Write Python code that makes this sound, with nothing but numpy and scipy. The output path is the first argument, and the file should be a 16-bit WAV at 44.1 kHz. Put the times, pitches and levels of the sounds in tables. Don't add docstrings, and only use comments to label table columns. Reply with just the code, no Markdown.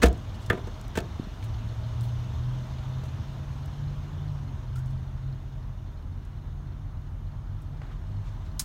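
import sys
import numpy as np
from scipy import signal
from scipy.fft import rfft, irfft, next_fast_len
from scipy.io import wavfile
from scipy.ndimage import uniform_filter1d, map_coordinates

SR = 44100
rng = np.random.default_rng(int(sys.argv[2]) if len(sys.argv) > 2 else 0)


def gain_from_decibels(decibels):
    exponent = np.asarray(decibels, float) / 20
    return 10 ** exponent


def transcribe(u):
    v = np.clip(np.atleast_2d(u).T, -1, 1)
    q = np.round(v * 32767).astype(np.int16)
    wavfile.write(sys.argv[1], SR, q)


N = 381244


def unit(x):
    return x / np.sqrt(np.mean(x ** 2) + 1e-20)


def curves(rows, left=None):
    time_s, *columns = np.transpose(rows)
    return [np.interp(np.arange(N) / SR, time_s, column, left=left) for column in columns]


def wobble(knots_per_s):
    knots = rng.standard_normal(int(N * knots_per_s / SR) + 4)
    return map_coordinates(knots, [np.arange(N) * knots_per_s / SR])


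def filtered(x, response):
    size = next_fast_len(len(x) + SR // 2)
    spectrum = rfft(x, size) * response(np.fft.rfftfreq(size, 1 / SR))
    return irfft(spectrum, size)[:len(x)]


def colour(points):
    point_hz, db = np.transpose(points)
    return lambda hz: gain_from_decibels(np.interp(np.log(hz + 1), np.log(point_hz + 1), db))


def resonances(modes):
    def response(f):
        total = 0
        for k, (centre_hz, width_hz, db) in enumerate(modes):
            damping = 1j * f * width_hz
            total = total + (-1) ** k * gain_from_decibels(db) * damping / (centre_hz ** 2 - f ** 2 + damping)
        return total
    return response


def rush(spectrum, patchy_db):
    z = signal.stft(rng.standard_normal(N + 512), nperseg=512)[2]
    field = uniform_filter1d(rng.standard_normal(z.shape), size=5, axis=0)
    field = uniform_filter1d(field, size=12, axis=1)
    noise = signal.istft(z * gain_from_decibels(patchy_db * unit(field)), nperseg=512)[1][:N]
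    return unit(filtered(noise, colour(spectrum)))


def engine_orders(hz, orders, jitter_hz, flutter_db):
    phase = 2 * np.pi * np.cumsum(hz + jitter_hz * wobble(6.7)) / SR
    total = 0
    for multiple, db in orders:
        total = total + np.sqrt(2) * gain_from_decibels(db + flutter_db * wobble(7)) * np.sin(multiple * phase)
    return total


def pings(rows, attack_s, order=1):
    out, t = np.zeros(N + SR), np.arange(SR // 4) / SR
    for time_s, db, hz, cycles in rows:
        fade = np.exp(-(t * hz / cycles) ** order) * (1 - np.exp(-t / attack_s))
        out[round(time_s * SR):][:len(t)] += gain_from_decibels(db) * fade * np.sin(2 * np.pi * hz * t)
    return out[:N]


# (time [s], share inside the cabin [0-1])
INSIDE = [(0, 0), (3, 0), (4, 0.23), (5.3, 0.67), (6.1, 0.87), (7.4, 0.92), (8.1, 0.68), (8.64, 0.65)]


def sheltered(outside_db, inside_db):
    return outside_db + (inside_db - outside_db) * curves(INSIDE)[0]


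# (multiple of tick rate, level [dB])
IDLE_ORDERS = [(2, 1.5), (1.5, -11.5), (2.5, -7), (4, -6)]
# (frequency [Hz], relative density [dB per Hz])
BAY = [(1100, -23), (1800, -4.5), (2500, 0), (3600, 2.5), (4700, -5.5), (6500, -4), (7500, -14),
       (9000, -15.5), (12000, -52)]
# (frequency [Hz], width [Hz], gain [dB])
VALVES = [(2070, 51, -4), (2710, 60, -8), (2897, 38, 4.5), (3080, 40, 0), (3200, 30, 0.5), (3613, 41, 3.5),
          (5130, 170, -9), (6160, 400, -17)]
# (frequency [Hz], width [Hz], gain [dB])
TAPPET = [(4213, 120, 0)]
# (frequency [Hz], width [Hz], gain [dB])
FAN = [(617, 11, -1.5), (641, 9, 0)]


def idle():
    tick_hz, first_tick_s, tick_decay_s = 20.07, 0.043, 0.021
    hiss_gain = gain_from_decibels(sheltered(-58.5, -70))
    orders = engine_orders(np.full(N, tick_hz), IDLE_ORDERS, jitter_hz=0.097, flutter_db=1.8)
    hum = gain_from_decibels(sheltered(-48, -40.5)) * orders

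    since = (np.arange(N) / SR - first_tick_s) * tick_hz
    size = gain_from_decibels(1.6 * rng.standard_normal(int(N / SR * tick_hz) + 3))
    tick = size[np.floor(since).astype(int) + 1] * np.exp(-(since % 1) / tick_hz / tick_decay_s)
    a, b = rng.standard_normal((2, N))
    ringing = filtered(unit((0.24 + tick) * a), lambda f: resonances(VALVES)(f) / (1 + (f / 7500) ** 8))
    sharp = filtered(unit(tick ** 2 * b), resonances(TAPPET))
    ticks = unit(ringing + sharp)

    fan = gain_from_decibels(-2) * unit(filtered(rng.standard_normal(N), resonances(FAN)))
    return hum + hiss_gain * (fan + rush(BAY, patchy_db=1.6) + gain_from_decibels(-5) * ticks)


# (frequency [Hz], relative density [dB per Hz])
RUMBLE = [(15, -31), (28, -3), (50, 4.5), (100, 8), (135, 1.5), (170, -10.5), (250, -56)]
DRONE = [(100, -23.5), (170, -8), (250, -11), (410, -21.5), (550, -54), (800, -62.5)]
ROAR = [(260, -24), (450, -2.5), (620, -2.5), (960, -0.5), (1500, -6.5), (2060, -13.5), (2500, -19),
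        (3500, -56)]
HISS = [(3800, -27), (6500, 12), (7800, -36), (9600, 10), (10300, -1), (12700, 11), (15500, -4)]


def traffic():
    rumble = gain_from_decibels(sheltered(-36.5, -39.5)) * rush(RUMBLE, patchy_db=0.8)
    drone = gain_from_decibels(sheltered(-48.5, -52.5)) * rush(DRONE, patchy_db=0.45)
    roar = gain_from_decibels(sheltered(-51.5, -58.5)) * rush(ROAR, patchy_db=0.9)
    hiss = gain_from_decibels(sheltered(-75, -85)) * rush(HISS, patchy_db=0.5)
    return rumble + drone + roar + hiss


# (frequency [Hz], t60 [s])
CAVITY = [(150, 0.33), (600, 0.24), (1600, 0.15), (3000, 0.16), (8000, 0.1)]


def cavity(x):
    hz, t, z = signal.stft(rng.standard_normal(SR // 2), SR, nperseg=256)
    table_hz, table_t60_s = np.transpose(CAVITY)
    t60_s = np.interp(hz, table_hz, table_t60_s)[:, None]
    tail = signal.istft(z * gain_from_decibels(-60 * t / t60_s), SR, nperseg=256)[1]
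    return signal.fftconvolve(x, tail / np.linalg.norm(tail))[:len(x)]


# (time [s], latch drive [dB], panel drive [dB], click drive [dB], rattle t60 [s])
BLOWS = [(.018, -10, -26, -37.5, 0.055), (.023, -2, -16, -29.5, 0.059), (0.0311, -0.5, -1.5, -19.5, 0.056),
         (.0351, 2.5, 1.5, -40, 0.02), (.057, -15, -13, -30.5, .071), (.499, -0.5, -35, -34, .037),
         (0.5014, 3, -9, -38, 0.024), (.529, -18, -13, -44, 0.03), (0.544, -36, -35, -60, 0.12),
         (.574, -24, -21, -56, 0.069), (.67, -29.5, -23.5, -49.5, 0.048), (0.9536, -21, -27, -42, .12),
         (0.9732, -8, -7.5, -30, 0.037), (.985, -16.5, -19, -34.5, .03), (1.003, -30, -26, -38, 0.021)]
# (frequency [Hz], width [Hz], gain [dB])
LATCH = [(1170, 94, -3), (1400, 144, 0.5), (1690, 275, 0.5), (2230, 330, -6), (2800, 800, -13),
         (3620, 700, -17.5)]
PANEL = [(162, 25, 0.5), (221, 110, -5), (314, 34, -2), (383, 43, 1), (473, 74, -2), (650, 70, -2),
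         (719, 33, -1), (900, 120, -7.5)]
# (frequency [Hz], gain [dB])
CLICK = [(2500, 13), (5000, 4.5), (8000, 2.5), (10500, -6.5), (14000, -6.5)]
# (time [s], level [dB], frequency [Hz], decay [cycles])
PUSHES = [(.039, -11.5, 62, 4.2), (.4995, -16, 92, 1.3), (0.975, -24, 92, 1.5)]


def door():
    latch, panel, click = np.zeros((3, N + SR))
    t = np.arange(SR // 5) / SR
    for time_s, latch_db, panel_db, click_db, t60_s in BLOWS:
        start = round(time_s * SR)
        at = slice(start, start + len(t))
        fade = gain_from_decibels(-60 * t / t60_s) * (1 - np.exp(-t / 0.00065))
        a, b = rng.standard_normal((2, len(t)))
        latch[at] += gain_from_decibels(latch_db) * fade * (0.83 * a + 4 * np.exp(-t / 0.00035))
        panel[at] += gain_from_decibels(panel_db) * fade * (1.3 * a - 12 * np.exp(-t / 0.00034))
        click[at] += gain_from_decibels(click_db) * fade * b
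    knock = (filtered(latch, resonances(LATCH)) + filtered(panel, resonances(PANEL)))[:N]
    knock = knock + gain_from_decibels(-8.5) * cavity(knock)
    flex = pings(PUSHES, attack_s=0.0031, order=2)
    return knock + flex + filtered(click, colour([(500, -70)] + CLICK))[:N]


# (frequency [Hz], relative density [dB per Hz])
SCUFF = [(700, 8), (8500, 3.5), (10500, -1), (13000, -0.5), (16000, 1)]
# (time [s], level [dB], low edge [Hz])
TICKS = [(.0835, -39.5, 4000), (.128, -47, 4500), (.1765, -55, 4950), (.812, -47, 5040), (.88, -48, 5070),
         (2.009, -46, 4000), (2.016, -50, 7000), (3.038, -51, 4000), (3.658, -53, 7000)]
# (time [s], level [dB], low edge [Hz], t60 [s])
SCRAPES = [(.461, -49.5, 4000, 0.054), (1.438, -51.5, 7000, 0.082), (2.028, -56.5, 9000, .23),
           (4.756, -55.5, 5000, 0.16), (4.858, -61, 5026, 0.094), (6.249, -61, 5000, .037),
           (7.617, -62, 8500, 0.074), (7.817, -46, 700, 0.044), (7.83, -51.5, 600, .3),
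           (1.425, -49, 1300, 0.1), (4.76, -56, 1700, 0.13), (8.594, -25, 4940, 0.08),
           (8.597, -44, 1000, 0.13)]
# (time [s], level [dB], low edge [Hz], t60 [s])
RUBS = [(.336, -56, 3000, 0.069), (.391, -56.5, 2970, 0.15), (1.415, -62, 3980, .055),
        (3.04, -62, 6000, 0.084), (4.774, -59, 5000, .07), (4.895, -64, 4930, .06), (7.87, -54, 700, .2),
        (8.22, -60.5, 1800, .24), (8.43, -61, 1800, 0.13)]


def scuffs_and_clicks():
    out, t = np.zeros(N + SR), np.arange(SR // 4) / SR
    rows = [(*row, 0.014, 0.0009) for row in TICKS]
    rows += [(*row, 0.00089) for row in SCRAPES]
    rows += [(*row, 0.26 * row[-1]) for row in RUBS]
    for time_s, db, low_hz, t60_s, swell_s in rows:
        shape = np.clip(t / swell_s, 0, 1) * gain_from_decibels(-60 * np.clip(t - swell_s, 0, 1) / t60_s)
        grain_db = 2.2 * rng.standard_normal(len(t) // 32 + 1).repeat(32)[:len(t)]
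        grit = rng.standard_normal(len(t)) * gain_from_decibels(grain_db)

        def contact(f):
            edges = (1 + (low_hz / (f + 1)) ** 6) * (1 + (f / low_hz / 2.3) ** 4)
            return colour(SCUFF)(f) / np.sqrt(edges)

        out[round(time_s * SR):][:len(t)] += gain_from_decibels(db) * shape * unit(filtered(grit, contact))
    return out[:N]


# (time [s], drive [dB], frequency [Hz])
THUDS = [(1.197, -6, 217), (1.23, -17, 150), (1.271, -16, 190), (3.036, -18, 480), (7.817, -22, 597)]


def thuds():
    return -pings([(*row, 0.36) for row in THUDS], attack_s=0.0017)


# (time [s], level [dB])
TRUCK = [(1.3, -66), (1.45, -32), (2.5, -30), (2.8, -35), (3, -31), (3.4, -39), (3.8, -31.5), (4.1, -39),
         (4.35, -30.5), (4.55, -41), (4.8, -31.5), (5.3, -33.5), (5.5, -43), (8.64, -44)]
# (multiple of firing rate, level [dB])
TRUCK_ORDERS = [(1, -3), (.63, -11), (.88, -23), (1.6, -26)]
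# (time [s], firing rate [Hz], rise [Hz per s])
GEARS = [(1.3, 108.2, 13.4), (4.7, 128.6, 5.9)]


def truck():
    t = np.arange(N) / SR
    glide_s = 0.56
    first, second = (hz + rise * (t - time_s) for time_s, hz, rise in GEARS)
    shifted = np.sin(np.pi / 2 * np.clip(1 + (t - GEARS[1][0]) / glide_s, 0, 1)) ** 2
    firing_hz = first + (second - first) * shifted
    orders = engine_orders(firing_hz, TRUCK_ORDERS, jitter_hz=0.83, flutter_db=2.0)
    return gain_from_decibels(curves(TRUCK, left=-120)[0]) * orders


# (time [s], level [dB], frequency [Hz])
SQUEAKS = [(4.758, -38, 1360), (4.776, -41, 1400), (4.8, -46, 1550)]


def squeaks():
    return pings([(*row, 7.6) for row in SQUEAKS], attack_s=0.0014)


# (time [s], level [dB])
BUS = [(5.3, -47.5), (6.4, -51), (6.9, -44.5), (8.2, -42), (8.64, -59)]
# (multiple of base rate, level [dB])
BUS_ORDERS = [(0.98, -1.5), (.906, -4.5)]


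def second_engine():
    base_hz = 94.2 + 3 * (np.arange(N) / SR - BUS[0][0])
    orders = engine_orders(base_hz, BUS_ORDERS, jitter_hz=0.844, flutter_db=4.0)
    return gain_from_decibels(curves(BUS, left=-120)[0]) * orders


def scene():
    steady = idle() + traffic()
    contacts = door() + scuffs_and_clicks() + thuds() + squeaks()
    return (steady + contacts + truck() + second_engine())[None]


def roll_off(x):
    return signal.sosfilt(signal.butter(12, 16540, fs=SR, output="sos"), x)


def record(dry):
    top_hz = 15830
    mix = filtered(dry[0], lambda hz: hz < top_hz)[None]
    return roll_off(mix)


dry = scene()
out = record(dry)
transcribe(out)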